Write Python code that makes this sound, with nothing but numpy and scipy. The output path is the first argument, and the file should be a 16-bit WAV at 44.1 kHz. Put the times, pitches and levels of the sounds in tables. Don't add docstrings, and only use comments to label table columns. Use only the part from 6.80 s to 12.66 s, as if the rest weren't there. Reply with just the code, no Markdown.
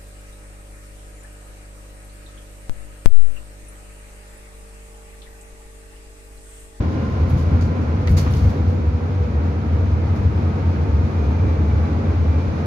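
import sys
import numpy as np
from scipy import signal
from scipy.fft import rfft, irfft, next_fast_len
from scipy.io import wavfile
from scipy.ndimage import map_coordinates

SR = 44100
rng = np.random.default_rng(int(sys.argv[2]) if len(sys.argv) > 2 else 0)


def to_wav(sig):
    pcm = np.clip(np.atleast_2d(sig), -1, 1) * 32767
    pcm = np.round(pcm).astype(np.int16)
    wavfile.write(sys.argv[1], SR, pcm.T)


N = 258426
BURST = SR // 2


def amp(db):
    return 10 ** (np.asarray(db) / 20)


def unit(x):
    return x / np.sqrt(np.mean(x ** 2) + 1e-20)


def along(points, hz):
    f, values = np.transpose(points)
    return np.interp(np.log(hz + 1), np.log(f + 1), values)


def curves(rows):
    times, *columns = np.transpose(rows)
    return [np.interp(np.arange(N) / SR, times, column) for column in columns]


def wobble(rate):
    return map_coordinates(rng.standard_normal(int(N * rate / SR) + 4), [np.arange(N) * rate / SR])


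def filtered(x, response):
    n = x.shape[-1]
    padded = next_fast_len(n + 8192)
    return irfft(rfft(x, padded) * response(np.fft.rfftfreq(padded, 1 / SR)), padded)[..., :n]


def colour(spectrum, hz):
    return amp(along(spectrum, hz)) / (1 + (hz / (2 * spectrum[-1][0])) ** 4)


def steady(x, span_s):
    power = signal.fftconvolve(np.mean(x ** 2, axis=0), signal.windows.hann(int(span_s * SR)), "same")
    return unit(x / np.sqrt(np.abs(power) + 1e-9))


def place(start, burst):
    out = np.zeros((2, N + BURST))
    out[:, round(start * SR):][:, :BURST] = burst
    return out[:, :N]


# f/Hz, likeness (1 = the same)
LIKENESS = [(60, 0.99), (130, 1), (290, 0.87), (640, 0.65), (1400, 0.19), (3000, 0.027), (12000, 0.04)]
def rush(spectrum, size=N, lag_s=.00046):
    spread = lambda hz: np.arccos(np.clip(along(LIKENESS, hz), -1, 1)) / 2
    shape = lambda hz: colour(spectrum, hz) * [np.cos(spread(hz)), np.sin(spread(hz))]
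    mid, side = filtered(rng.standard_normal((2, size)), shape)
    lag = lambda hz: np.exp(np.pi * 1j * hz * lag_s * hz / (hz + 300) * np.array([[-1], [1]]))
    return unit(filtered(np.array([mid + side, mid - side]), lag))


def tone(hz, waver, flicker_db=3.5):
    phase = 2 * np.pi * np.cumsum(hz * (1 + waver * wobble(40))) / SR
    sides = [amp(flicker_db * wobble(9)) * np.sin(phase + .61 * wobble(5.4)) for _ in range(2)]
    return unit(np.array(sides))


def jolt(start, length, rise_s=.018, release_s=.025):
    t = np.arange(N) / SR - start
    return np.clip(1 + t / rise_s, 0, 1) * np.exp(-np.maximum(t - length, 0) / release_s)


# t/s, boom level/dB, thud level/dB, length/s
BUMPS = [(0, -17.5, -37, 0.012), (0.407, -16.5, -47.5, 0.078), (0.521, -19.5, -29, .05),
         (0.673, -15, -36, 0.1), (0.8, -21.5, -35, .08), (1.306, -12, -29, 0.04), (1.371, -22, -31, .045),
         (1.513, -23, -31, 0.059), (1.625, -13, -39, 0.055), (1.835, -15.5, -50, 0.064),
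         (2.081, -16.5, -49, .035), (3.132, -15, -52, 0.062), (3.273, -17.5, -46, 0.034),
         (3.409, -17, -35.5, 0.059), (3.615, -14, -47, .035), (4.666, -13, -45, 0.037),
         (4.996, -20, -49, .03), (5.478, -15.5, -42, .025)]
# t/s, level/dB
BOOM_LEVELS = [(0, -20), (.35, -25.5), (.6, -18.5), (1.1, -20.5), (2.0, -20.5), (2.9, -22), (3.3, -20),
               (4.1, -19.5), (5.3, -18), (5.86, -23)]
# t/s, roughness/dB
ROUGHNESS = [(0, -1.5), (.6, 5.5), (1.1, -3), (1.5, 6.5), (2.2, -7), (3.15, -4), (3.4, 4), (3.9, 0.5),
             (5.86, -3.5)]
# f/Hz, level/dB
BOOM_COLOUR = [(30, -63), (50, -27.5), (62, -19), (72, -4), (81, 0), (92, -0.5), (105, -18), (125, -31),
               (200, -65)]
THUD_COLOUR = [(12, -24), (25, -20), (50, 3), (65, -2.5), (100, -41.5)]
SHUDDER_COLOUR = [(85, -26.5), (112, 0), (140, 3), (155, -3), (175, -4), (200, -7.5), (300, -44.5)]
def body():
    rough_db, = curves(ROUGHNESS)
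    boom_db, = curves(BOOM_LEVELS)
    bump_boom = sum(amp(db) * jolt(start, length) for start, db, _, length in BUMPS)
    bump_thud = sum(amp(db) * jolt(start, length) for start, _, db, length in BUMPS)
    boom = np.hypot(amp(boom_db + 2.5 * wobble(16)), bump_boom)
    thud = np.hypot(amp(-44.5 + .82 * rough_db), bump_thud)
    shudder = np.hypot(amp(-28 + .3 * rough_db), amp(8.5) * bump_thud)
    return (boom * steady(rush(BOOM_COLOUR), span_s=.16)
            + thud * steady(rush(THUD_COLOUR), span_s=.33)
            + shudder * steady(rush(SHUDDER_COLOUR), span_s=.25))


# t/s, roar level/dB, hiss level/dB
TYRE_LEVELS = [(0.0, -28.5, -52), (1.31, -29, -54), (1.47, -28.5, -49), (1.99, -30.5, -55.5),
               (5.01, -28, -53), (5.53, -29, -53.5), (5.86, -28, -52.5)]
# f/Hz, level/dB
ROAR_COLOUR = [(115, -27), (190, -7), (218, 0), (255, -3), (305, -3), (350, -9), (500, -8.5), (590, -13.5),
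               (850, -15.5), (1500, -21.5), (1780, -26.5), (2350, -27), (3000, -39), (5000, -65.5)]
HISS_COLOUR = [(1200, -20), (2800, 2.5), (4000, 2.5), (6800, -5.5), (7400, -17.5), (11300, -18),
               (12000, -25), (16000, -34)]
def tyres(roar_boost_db=1.02, hiss_boost_db=2.5):
    roar_db, hiss_db = curves(TYRE_LEVELS)
    roar = amp(roar_db + roar_boost_db + .56 * wobble(12)) * rush(ROAR_COLOUR)
    hiss = amp(hiss_db + hiss_boost_db + .55 * wobble(31)) * rush(HISS_COLOUR)
    return roar + hiss


# t/s, f/Hz
TOOTH_RATE = [(0, 1428), (.8, 1378), (2.8, 1290), (4.05, 1245), (4.45, 1214), (4.82, 1155), (5.05, 1150),
              (5.27, 1136), (5.58, 1182), (5.86, 1243)]
# t/s, load/dB
GEAR_LOAD = [(0, -3), (.25, 4), (.55, -4), (2.3, -3), (4.25, -1), (4.64, 1.5), (4.8, 2.5), (5.0, 3.5),
             (5.27, -3), (5.56, 1.5), (5.72, -.5), (5.86, 0)]
# f/Hz, width/Hz, boost/dB
CABIN_PEAKS = [(490, 6, 8), (434, 8, 4.5), (1033, 8, 6.5), (2378, 70, 13)]
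# multiple of the tooth rate, relative level/dB
AXLE_NOTES = [(.365, -3.5), (.372, 0)]
IDLER_NOTES = [(.724, 1), (.734, -3.5), (.747, -2.5)]
SHAFT_NOTES = [(.168, -38), (.181, -37.5), (.908, -60.5)]
def gears():
    tooth_hz, = curves(TOOTH_RATE)
    load_db, = curves(GEAR_LOAD)
    boost_db = lambda hz: sum(db / (1 + ((hz - peak) / width) ** 2) for peak, width, db in CABIN_PEAKS)
    note = lambda hz, waver: amp(boost_db(hz)) * tone(hz, waver)
    whine = lambda notes: sum(amp(db) * note(k * tooth_hz, waver=.00699) for k, db in notes)
    axle = amp(-45.5 + .3 * load_db) * whine(AXLE_NOTES)
    idler = amp(-52.5 + .65 * load_db) * whine(IDLER_NOTES)
    teeth = amp(-53 + .4 * load_db) * note(tooth_hz, waver=.0025)
    octave = amp(-66 + 1.5 * load_db) * note(2 * tooth_hz, waver=.001)
    return whine(SHAFT_NOTES) + axle + idler + teeth + octave


def fan():
    return amp(-66.5) * tone(hz=2437, waver=.001)


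# f/Hz, level/dB
CLATTER_COLOUR = [(800, -25), (2800, -7), (4600, 2), (6900, -1.5), (7500, -12), (11000, -18),
                  (16000, -35.5)]
JINGLE_COLOUR = [(5000, -28), (8000, -4), (11500, -0.5), (16000, -5)]
def trim(calming_db_per_s=.5):
    rough_db, = curves(ROUGHNESS)
    level_db = -74 + 1.2 * rough_db - calming_db_per_s * np.arange(N) / SR
    bursts = unit(amp(4.5 * wobble(260) + 2 * wobble(25)))
    return amp(level_db) * bursts * (rush(JINGLE_COLOUR) + .8 * rush(CLATTER_COLOUR))


def contact(start, parts, rise_s=.0003, fade_s=.012):
    t = np.arange(BURST) / SR
    grain = unit(amp(2.2 * wobble(450)[:BURST]))
    envelope = np.minimum(t / rise_s, 1) * amp(-60 * np.maximum(t - rise_s, 0) / fade_s)
    noise = sum(amp(db) * rush(spectrum, BURST) for spectrum, db in parts)
    return place(start, envelope * grain * noise)


# f/Hz, relative level/dB, time to fade by 60 dB/s
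FITTING_NOTES = [(1060, -7, .4), (2120, -8.5, .55), (2720, -9.5, .4), (3050, -12.5, .28), (4390, -1, 0.28),
                 (4680, -4, .3), (5530, -10, .25), (6810, -7.5, .2)]
def ring(start, db):
    t = np.arange(BURST) / SR
    notes = 0
    for hz, level_db, fade_s in FITTING_NOTES:
        envelope = amp(level_db + rng.normal(0, 2, (2, 1)) - 60 * t / fade_s)
        notes += envelope * np.sin(2 * np.pi * (hz * t + rng.random((2, 1))))
    return place(start, amp(db) * notes)


# t/s, clatter level/dB, jingle level/dB, rise/s, fade/s
RATTLE_HITS = [(.484, -55, -55.5, .014, .25), (.566, -49.5, -57.5, .022, .35),
               (.809, -44.5, -59.5, .002, .3), (1.272, -46.5, -53.5, .001, .15),
               (1.291, -49, -55.5, .003, .4), (1.368, -34.5, -41, .002, .29),
               (1.378, -33.5, -53, .001, .15), (1.537, -48.5, -51.5, .002, .3),
               (1.560, -48.5, -56.5, .005, .7), (1.638, -53, -59, .002, .2), (1.692, -50.5, -57, .003, .25),
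               (1.878, -54.5, -62.5, .005, .29), (3.359, -54, -68, .003, .29)]
# f/Hz, level/dB
KNOCK_COLOUR = [(400, -17.5), (1100, 7.5), (1600, -3), (2100, 3.5), (2700, -5.5), (3500, -8), (6000, -33.5)]
def rattles():
    out = np.zeros((2, N))
    for start, db, jingle_db, rise_s, fade_s in RATTLE_HITS:
        parts = [(CLATTER_COLOUR, db), (KNOCK_COLOUR, db - 2.5), (JINGLE_COLOUR, jingle_db)]
        out += contact(start, parts, rise_s, fade_s) + ring(start, db - 9)
    return out


# t/s, level/dB
TICK_HITS = [(1.033, -59.5), (1.311, -41), (1.321, -43), (1.417, -41), (1.511, -42.5), (1.525, -42),
             (1.945, -58), (2.064, -57), (2.662, -58), (2.85, -59), (3.361, -52)]
def ticks():
    return sum(contact(start, [(CLATTER_COLOUR, db - 7), (KNOCK_COLOUR, db - 8), (JINGLE_COLOUR, db)])
               for start, db in TICK_HITS)


# t/s, level/dB, f/Hz, fade/s, snap level/dB
PANEL_HITS = [(1.273, -29.5, 2090, .09, -36), (1.464, -28.5, 1100, .14, -60),
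              (1.537, -35.5, 3100, .05, -36), (3.95, -39, 1500, .13, -62)]
# multiple of its pitch, level/dB
PANEL_COLOUR = [(.25, -26), (.55, -8), (.78, -10.5), (1, 0), (1.25, -12), (2.2, -18.5), (3.5, -34),
                (6, -50)]
def panel_knocks():
    out = np.zeros((2, N))
    for start, db, hz, fade_s, snap_db in PANEL_HITS:
        spectrum = [(k * hz, level_db) for k, level_db in PANEL_COLOUR]
        out += contact(start, [(spectrum, db)], fade_s=fade_s)
        out += contact(start, [(CLATTER_COLOUR, snap_db)])
    return out


# t/s, high squeal level/dB, low squeal level/dB
SQUEAL_LEVELS = [(4.2, -110, -110), (4.35, -76, -76), (4.43, -77, -65), (4.56, -76, -66), (4.72, -71, -78),
                 (4.82, -76, -78), (4.88, -73.5, -80), (4.94, -86, -92), (5.05, -110, -110)]
def brake(high_hz=15350, width_hz=70, low_hz=6220):
    high_db, low_db = curves(SQUEAL_LEVELS)
    narrow_band = lambda hz: 1 / (1 + 1j * (hz - high_hz) / width_hz)
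    high = unit(filtered(rng.standard_normal((2, N)), narrow_band))
    low = tone(low_hz, waver=.0044, flicker_db=4)
    return amp(high_db) * high + amp(low_db) * low


# f/Hz, level/dB
LEFT_OVER_RIGHT = [(60, 1), (110, 0.55), (200, 2.5), (380, -2.1), (700, 0.5), (1300, -1), (8000, -1)]
def scene():
    rolling = body() + tyres() + gears() + fan() + trim()
    events = rattles() + ticks() + panel_knocks() + brake()
    balance = lambda hz: amp(along(LEFT_OVER_RIGHT, hz) * np.array([[.5], [-.5]]))
    return filtered(rolling + events, balance)


def record(dry, fade_in_s=.006, top_hz=15800):
    fade_in = np.minimum(np.arange(N) / (fade_in_s * SR), 1)
    return filtered(dry * fade_in, lambda hz: hz < top_hz)


dry = scene()
out = record(dry)
to_wav(out)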